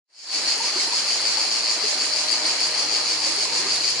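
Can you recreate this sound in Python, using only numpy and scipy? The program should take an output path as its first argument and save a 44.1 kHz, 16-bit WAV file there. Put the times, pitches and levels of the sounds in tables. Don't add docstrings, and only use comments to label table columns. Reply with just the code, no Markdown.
import sys
import numpy as np
from scipy import signal
from scipy.fft import rfft, irfft, next_fast_len
from scipy.io import wavfile
from scipy.ndimage import uniform_filter1d, map_coordinates

SR = 44100
rng = np.random.default_rng(int(sys.argv[2]) if len(sys.argv) > 2 else 0)


def waveform_to_disk(signal):
    frames = np.transpose(np.atleast_2d(signal))
    scaled = np.clip(frames, -1, 1) * 32767
    samples = np.round(scaled).astype(np.int16)
    wavfile.write(sys.argv[1], SR, samples)


N = 176400

# centre t/s, relative level/dB
NEAR_CHIRPS = [(.2, 2.5), (.348, -1), (.504, -2), (.66, -4), (.8, -4), (.969, -2.5), (1.112, -2),
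               (1.262, -3.5), (1.398, -3), (1.541, -2), (1.685, -0.7), (1.852, -1.5), (2.01, -4),
               (2.16, -2.5), (2.33, -1.5), (2.47, -3.5), (2.64, -2), (2.785, -2.5), (2.95, 0), (3.103, -3),
               (3.247, -4), (3.415, -3.5), (3.56, -2), (3.72, -2), (3.869, -1), (4.02, -0.5)]
# typical delay t/s, relative level/dB
TYMBAL_RIBS = [(0, -9.5), (.0013, -7.5)]
# f/Hz, gain/dB
ABDOMEN_RESPONSE = [(100, -64), (600, -37), (1700, -32), (2300, -14), (3750, -24.5), (4100, -14),
                    (4400, -3), (4580, -2.5), (4780, -2.5), (4930, -7.5), (5150, -3), (5700, -21),
                    (6900, -22), (8200, -35), (11000, -36.5)]
# f/Hz, half-width/Hz, boost/dB
NEAR_SONG_PEAKS = [(4485, 9.7, 4), (4617, 25, 6), (4660, 56, 3.5)]
def near_cicada():
    times, sizes = chirp_clicks(NEAR_CHIRPS, rate_hz=112.56, rise_s=0.072, fall_s=0.045,
                                jitter=.055, scatter_db=1, count=22)
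    clicks = sum(impulses(times + delay * rng.lognormal(0, .4, times.shape), sizes * amp(db))
                 for delay, db in TYMBAL_RIBS)
    song = unit(resonate(clicks, ABDOMEN_RESPONSE, NEAR_SONG_PEAKS))
    echoes = amp(-1) * panned(tree_scatter(song), left_db=4.5)
    return amp(-23.5) * unit(panned(song, left_db=3) + echoes)


# centre t/s, relative level/dB
NEIGHBOUR_CHIRPS = [(.21, 7), (.364, 1.5), (.505, -1), (.657, -0.5), (.82, 1.5), (.98, 1), (1.137, 0),
                    (1.305, 1), (1.425, -1), (1.565, -0.5), (1.725, 0), (1.897, 1), (2.042, 1), (2.198, 0),
                    (2.345, -1), (2.5, 0), (2.646, -0.5), (2.815, -.5), (2.962, -1), (3.12, -1),
                    (3.278, 1.5), (3.425, 0), (3.587, 0), (3.745, 0.5), (3.892, 0)]
# f/Hz, gain/dB
NEIGHBOUR_RESPONSE = [(100, -55), (600, -34.5), (1700, -19.5), (2400, -13.5), (3700, -18), (4200, -6.5),
                      (4650, -1), (4930, -5), (5200, -2), (5850, -10.5), (6850, -5.5), (7250, -13),
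                      (7800, -9.5), (8150, -19.5), (9000, -14.5), (11000, -24)]
# f/Hz, half-width/Hz, boost/dB
NEIGHBOUR_PEAKS = [(5590, 35, 4), (6950, 45, 5.5), (7530, 38, 6)]
def neighbours():
    times, sizes = chirp_clicks(NEIGHBOUR_CHIRPS, rate_hz=419.3, rise_s=0.072, fall_s=0.051,
                                jitter=.4, scatter_db=1.5, count=90)
    song = unit(resonate(impulses(times, sizes), NEIGHBOUR_RESPONSE, NEIGHBOUR_PEAKS))
    return amp(-24.5) * panned(unit(amp(-18.5) * song + tree_scatter(song)), left_db=-2.5)


def chirp_clicks(chirps, rate_hz, rise_s, fall_s, jitter, scatter_db, count):
    centre, db = np.transpose(chirps)[:, :, None]
    slip, drift, strength = rng.standard_normal((len(chirps), 3, count)).swapaxes(0, 1)
    offset = (np.arange(count) - count / 2 + jitter * (slip + np.cumsum(drift, axis=1) / 2)) / rate_hz
    swell = np.exp(-(offset / np.where(offset < 0, rise_s, fall_s)) ** 2)
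    return centre + offset, swell * amp(db + scatter_db * strength)


# f/Hz, T60/s
TREE_DECAY = [(200, 0.098), (4500, 0.17), (11000, 0.038)]
def tree_scatter(x):
    hz, t, noise = signal.stft(rng.standard_normal((8, 2, SR // 4)), SR, nperseg=256)
    tails = signal.istft(noise * amp(-60 * t / along(TREE_DECAY, hz)[:, None]), SR, nperseg=256)[1]
    active_tail = np.arange(N) // (SR // 8) % len(tails)
    echoes = np.zeros((2, N))
    for k, tail in enumerate(tails):
        crossfade = uniform_filter1d(1. * (active_tail == k), size=200)
        echoes += signal.oaconvolve((x * crossfade)[None], tail, axes=1)[:, :N]
    return unit(echoes)


# f/Hz, relative level/dB
CHORUS_SPECTRUM = [(200, -65), (1500, -28), (2600, -15), (3740, -16.5), (4150, -3), (4600, -3.5),
                   (5200, -8), (5800, -13.5), (6900, -12.5), (8000, -20), (11000, -26.5)]
def chorus():
    level_db = -23.5 + 0.28 * wobble(7.5) + 0.51 * wobble(230)
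    return amp(level_db) * stereo_noise(CHORUS_SPECTRUM, coherence=[(4500, 0.06)], patchy_db=-2)


# f/Hz, relative level/dB
WASH_SPECTRUM = [(25, -44), (55, -35), (85, -28), (112, -14), (155, -16.5), (230, -5.5), (320, -4.5),
                 (600, 0), (950, 2), (1400, -2), (2200, 1), (3400, -8.5), (6000, -26), (9000, -29),
                 (11000, -38)]
# f/Hz, coherence/1
WASH_COHERENCE = [(100, 0.89), (300, 0.94), (600, 0.75), (1000, 0.66), (2000, 0.49), (4000, 0.063),
                  (10000, 0.039)]
def stream():
    wash = amp(-32 + 0.79 * wobble(5.21)) * stereo_noise(WASH_SPECTRUM, WASH_COHERENCE, patchy_db=1.3)
    babble = bubbles(centre_hz=677, spread=0.832, cycles=12.4, rise=0.084, size_db=4, count=700)
    fizz = bubbles(centre_hz=4600, spread=1, cycles=5.2, rise=0.14, size_db=4.5, count=2000)
    return panned(wash + amp(-44.5) * babble, left_db=.5) + amp(-40.5) * fizz


def bubbles(centre_hz, spread, cycles, rise, size_db, count):
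    start = rng.uniform(0, N / SR, (count, 1))
    size, side = rng.standard_normal((2, count, 1))
    hz = centre_hz * np.exp(spread * rng.uniform(-1.015, 1, (count, 1)))
    t = np.arange(int(min(3 * cycles / centre_hz, .06) * SR)) / SR
    age = hz * t / cycles
    envelope = amp(size_db * np.clip(size, -2, 2) - 40 * age) * (1 - np.exp(-hz * t))
    tone = envelope * np.sin(2 * np.pi * hz * t * (1 + rise * age / 2))
    return unit(np.array([impulses(start + t, tone * amp(way * 3.6 * side)) for way in (1, -1)]))


# onset t/s, f/Hz, peak level/dB
AIR_POCKETS = [(.602, 890, -23.5), (.638, 943, -25.5), (.684, 1140, -32), (.757, 359, -29),
               (.878, 896, -28.5), (0.927, 947, -23), (1.374, 855, -27), (1.442, 744, -29.5),
               (1.835, 410, -26), (2.069, 1205, -29), (2.34, 1010, -34), (2.918, 805, -29.5),
               (2.922, 386, -32.5), (3.203, 865, -36), (3.236, 1030, -36), (3.262, 538, -33),
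               (3.29, 316, -33.5), (3.314, 876, -33), (3.378, 396, -30.5), (3.427, 606, -31),
               (3.452, 1026, -28), (3.598, 375, -32.5), (3.641, 886, -32), (3.657, 384, -30.5),
               (3.664, 1190, -30), (3.759, 3740, -19.5)]
def gurgles(attack_s=0.0054, rise_per_s=2.3):
    start, hz, db = np.transpose(AIR_POCKETS)[:, :, None]
    t = np.arange(SR // 6) / SR
    t60 = 0.11 * 400 / hz
    envelope = amp(-60 * t / t60) * (1 - np.exp(-t / attack_s))
    envelope /= envelope.max(axis=1, keepdims=True)
    tone = envelope * np.sin(2 * np.pi * hz * t * (1 + rise_per_s * t / 2))
    return impulses((np.round(start * SR) + .5) / SR + t, amp(db) * tone)


# centre t/s, centre f/Hz, level/dB
WAVELETS = [(.806, 2180, -26), (1.11, 3000, -31), (2.44, 3450, -36)]
def splashes(width_s=0.0074, width_octaves=0.082):
    t = np.arange(N) / SR
    out = np.zeros((2, N))
    for centre_s, centre_hz, db in WAVELETS:
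        band = lambda hz: np.exp(-(np.log2((hz + 1) / centre_hz) / width_octaves) ** 2)
        puff = filtered(rng.standard_normal((2, N)), band)
        out += amp(db) * np.exp(-((t - centre_s) / width_s) ** 2) * unit(puff + puff.mean(axis=0))
    return out


# t/s, relative level/dB
DROPLETS = [(.578, -22), (.9595, -18), (1.063, -23), (1.2164, -17.5), (2.0556, -19), (2.315, -23),
            (2.318, -17.5), (2.4656, -17), (2.556, -21), (2.6048, -17), (2.607, -19), (2.68, -22),
            (3.3625, -18), (3.589, -21), (3.745, -17), (3.759, -17), (3.902, -13.5)]
# f/Hz, gain/dB
DROPLET_RESPONSE = [(100, -60), (1500, -24), (5000, -13.5), (8500, 9.5), (11000, 7), (13000, -2.5)]
def spits(decay_s=0.0014, far_count=1500):
    times, db = np.transpose(DROPLETS)[:, :, None]
    t = np.arange(SR // 100) / SR
    bursts = amp(db) * np.exp(-t / decay_s) * rng.standard_normal((len(DROPLETS), len(t)))
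    near = resonate(impulses(times + t, bursts), DROPLET_RESPONSE)
    far = impulses(rng.uniform(0, N / SR, far_count), amp(9.1 * rng.uniform(-1.2, 1, far_count)))
    clumps = amp(5.8 * np.tanh(wobble(20)))
    return near + amp(-45.5) * unit(resonate(far * clumps, DROPLET_RESPONSE))


# t/s, f/Hz, fundamental level/dB, octave level/dB
ENGINE_HUM = [(.4, 65.4, -69, -75), (1.3, 65.73, -72, -65), (2, 67, -71, -68), (2.3, 68.5, -73, -58.5),
              (3, 69.34, -74, -61), (3.3, 69.58, -60, -59), (3.6, 70.56, -66.5, -55), (3.8, 70.3, -73, -52),
              (4, 70, -80, -55)]
# order/1, peak level/dB, peak t/s, width/s
UPPER_ORDERS = [(4.5, -49, 3.17, 1.2), (7, -47, 3.35, 1.6), (9, -46.5, 2.28, 0.73), (11, -52, 3.1, 1.5),
                (18, -49, 2.1, 1.4)]
def engine():
    hz, fundamental_db, octave_db = curves(ENGINE_HUM)
    t = np.arange(N) / SR
    phase = 2 * np.pi * np.cumsum(hz * (1 + 0.003 * wobble(9))) / SR
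    hum = amp(fundamental_db) * np.sin(phase) + amp(octave_db) * np.sin(2 * phase)
    hum *= amp(2.2 * wobble(5.91))
    whine = sum(amp(db + 3.2 * wobble(14)) * np.exp(-((t - peak_s) / width) ** 2) * np.sin(order * phase)
                for order, db, peak_s, width in UPPER_ORDERS)
    return np.sqrt(2) * (hum + whine)


def stereo_noise(spectrum, coherence, patchy_db):
    cells = signal.stft(rng.standard_normal((2, N)), nperseg=512)[2]
    patches = uniform_filter1d(rng.standard_normal(cells.shape[1:]), size=4, axis=0)
    patches = unit(uniform_filter1d(patches, size=8, axis=1))
    pair = signal.istft(cells * amp(patchy_db * patches), nperseg=512)[1][:, :N]
    def response(hz):
        angle = np.arccos(np.clip(along(coherence, hz), -1, 1)) / 2
        return amp(along(spectrum, hz)) * [np.cos(angle), np.sin(angle)]
    mid, side = filtered(pair, response)
    return unit(np.array([mid + side, mid - side]))


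def resonate(x, colour, peaks=()):
    def response(hz):
        peaks_db = sum(boost / (1 + ((hz - f) / width) ** 2) for f, width, boost in peaks)
        cepstrum = irfft(np.log(amp(along(colour, hz) + peaks_db)))
        causal = np.arange(len(cepstrum)) < len(cepstrum) // 2
        return np.exp(rfft(2 * cepstrum * causal))
    return filtered(x, response)


def filtered(x, response):
    size = 2 * next_fast_len(N // 2 + SR // 4)
    return irfft(rfft(x, size) * response(np.fft.rfftfreq(size, 1 / SR)), size)[..., :N]


def impulses(times, sizes):
    return np.bincount(np.clip(times * SR, 0, N).astype(int).ravel(), np.ravel(sizes), N + 1)[:N]


def panned(x, left_db):
    return x * amp(np.array([[left_db], [-left_db]]) / 2)


def wobble(rate):
    return map_coordinates(rng.standard_normal(4096), [np.arange(N) * rate / SR], mode="mirror")


def along(points, hz):
    f, values = np.transpose(points)
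    return np.interp(np.log(hz + 1), np.log(f + 1), values)


def curves(rows):
    times, *columns = np.transpose(rows)
    return [np.interp(np.arange(N) / SR, times, column) for column in columns]


def amp(db):
    return 10 ** (np.asarray(db) / 20)


def unit(x):
    return x / np.sqrt(np.mean(x ** 2) + 1e-20)


def scene():
    return near_cicada() + neighbours() + chorus() + stream() + gurgles() + splashes() + spits() + engine()


# t/s, gain/dB
FADE_IN = [(0, -100), (.075, -69), (.1, -44), (.155, -33.5), (.22, -28), (.28, -16), (.335, -7.5),
           (.45, -3)]
def record(dry):
    fade_db, = curves(FADE_IN)
    top_hz = 11090
    return filtered(dry * amp(fade_db), lambda hz: np.clip((top_hz - hz) / 100, 0, 1))


dry = scene()
out = record(dry)
waveform_to_disk(out)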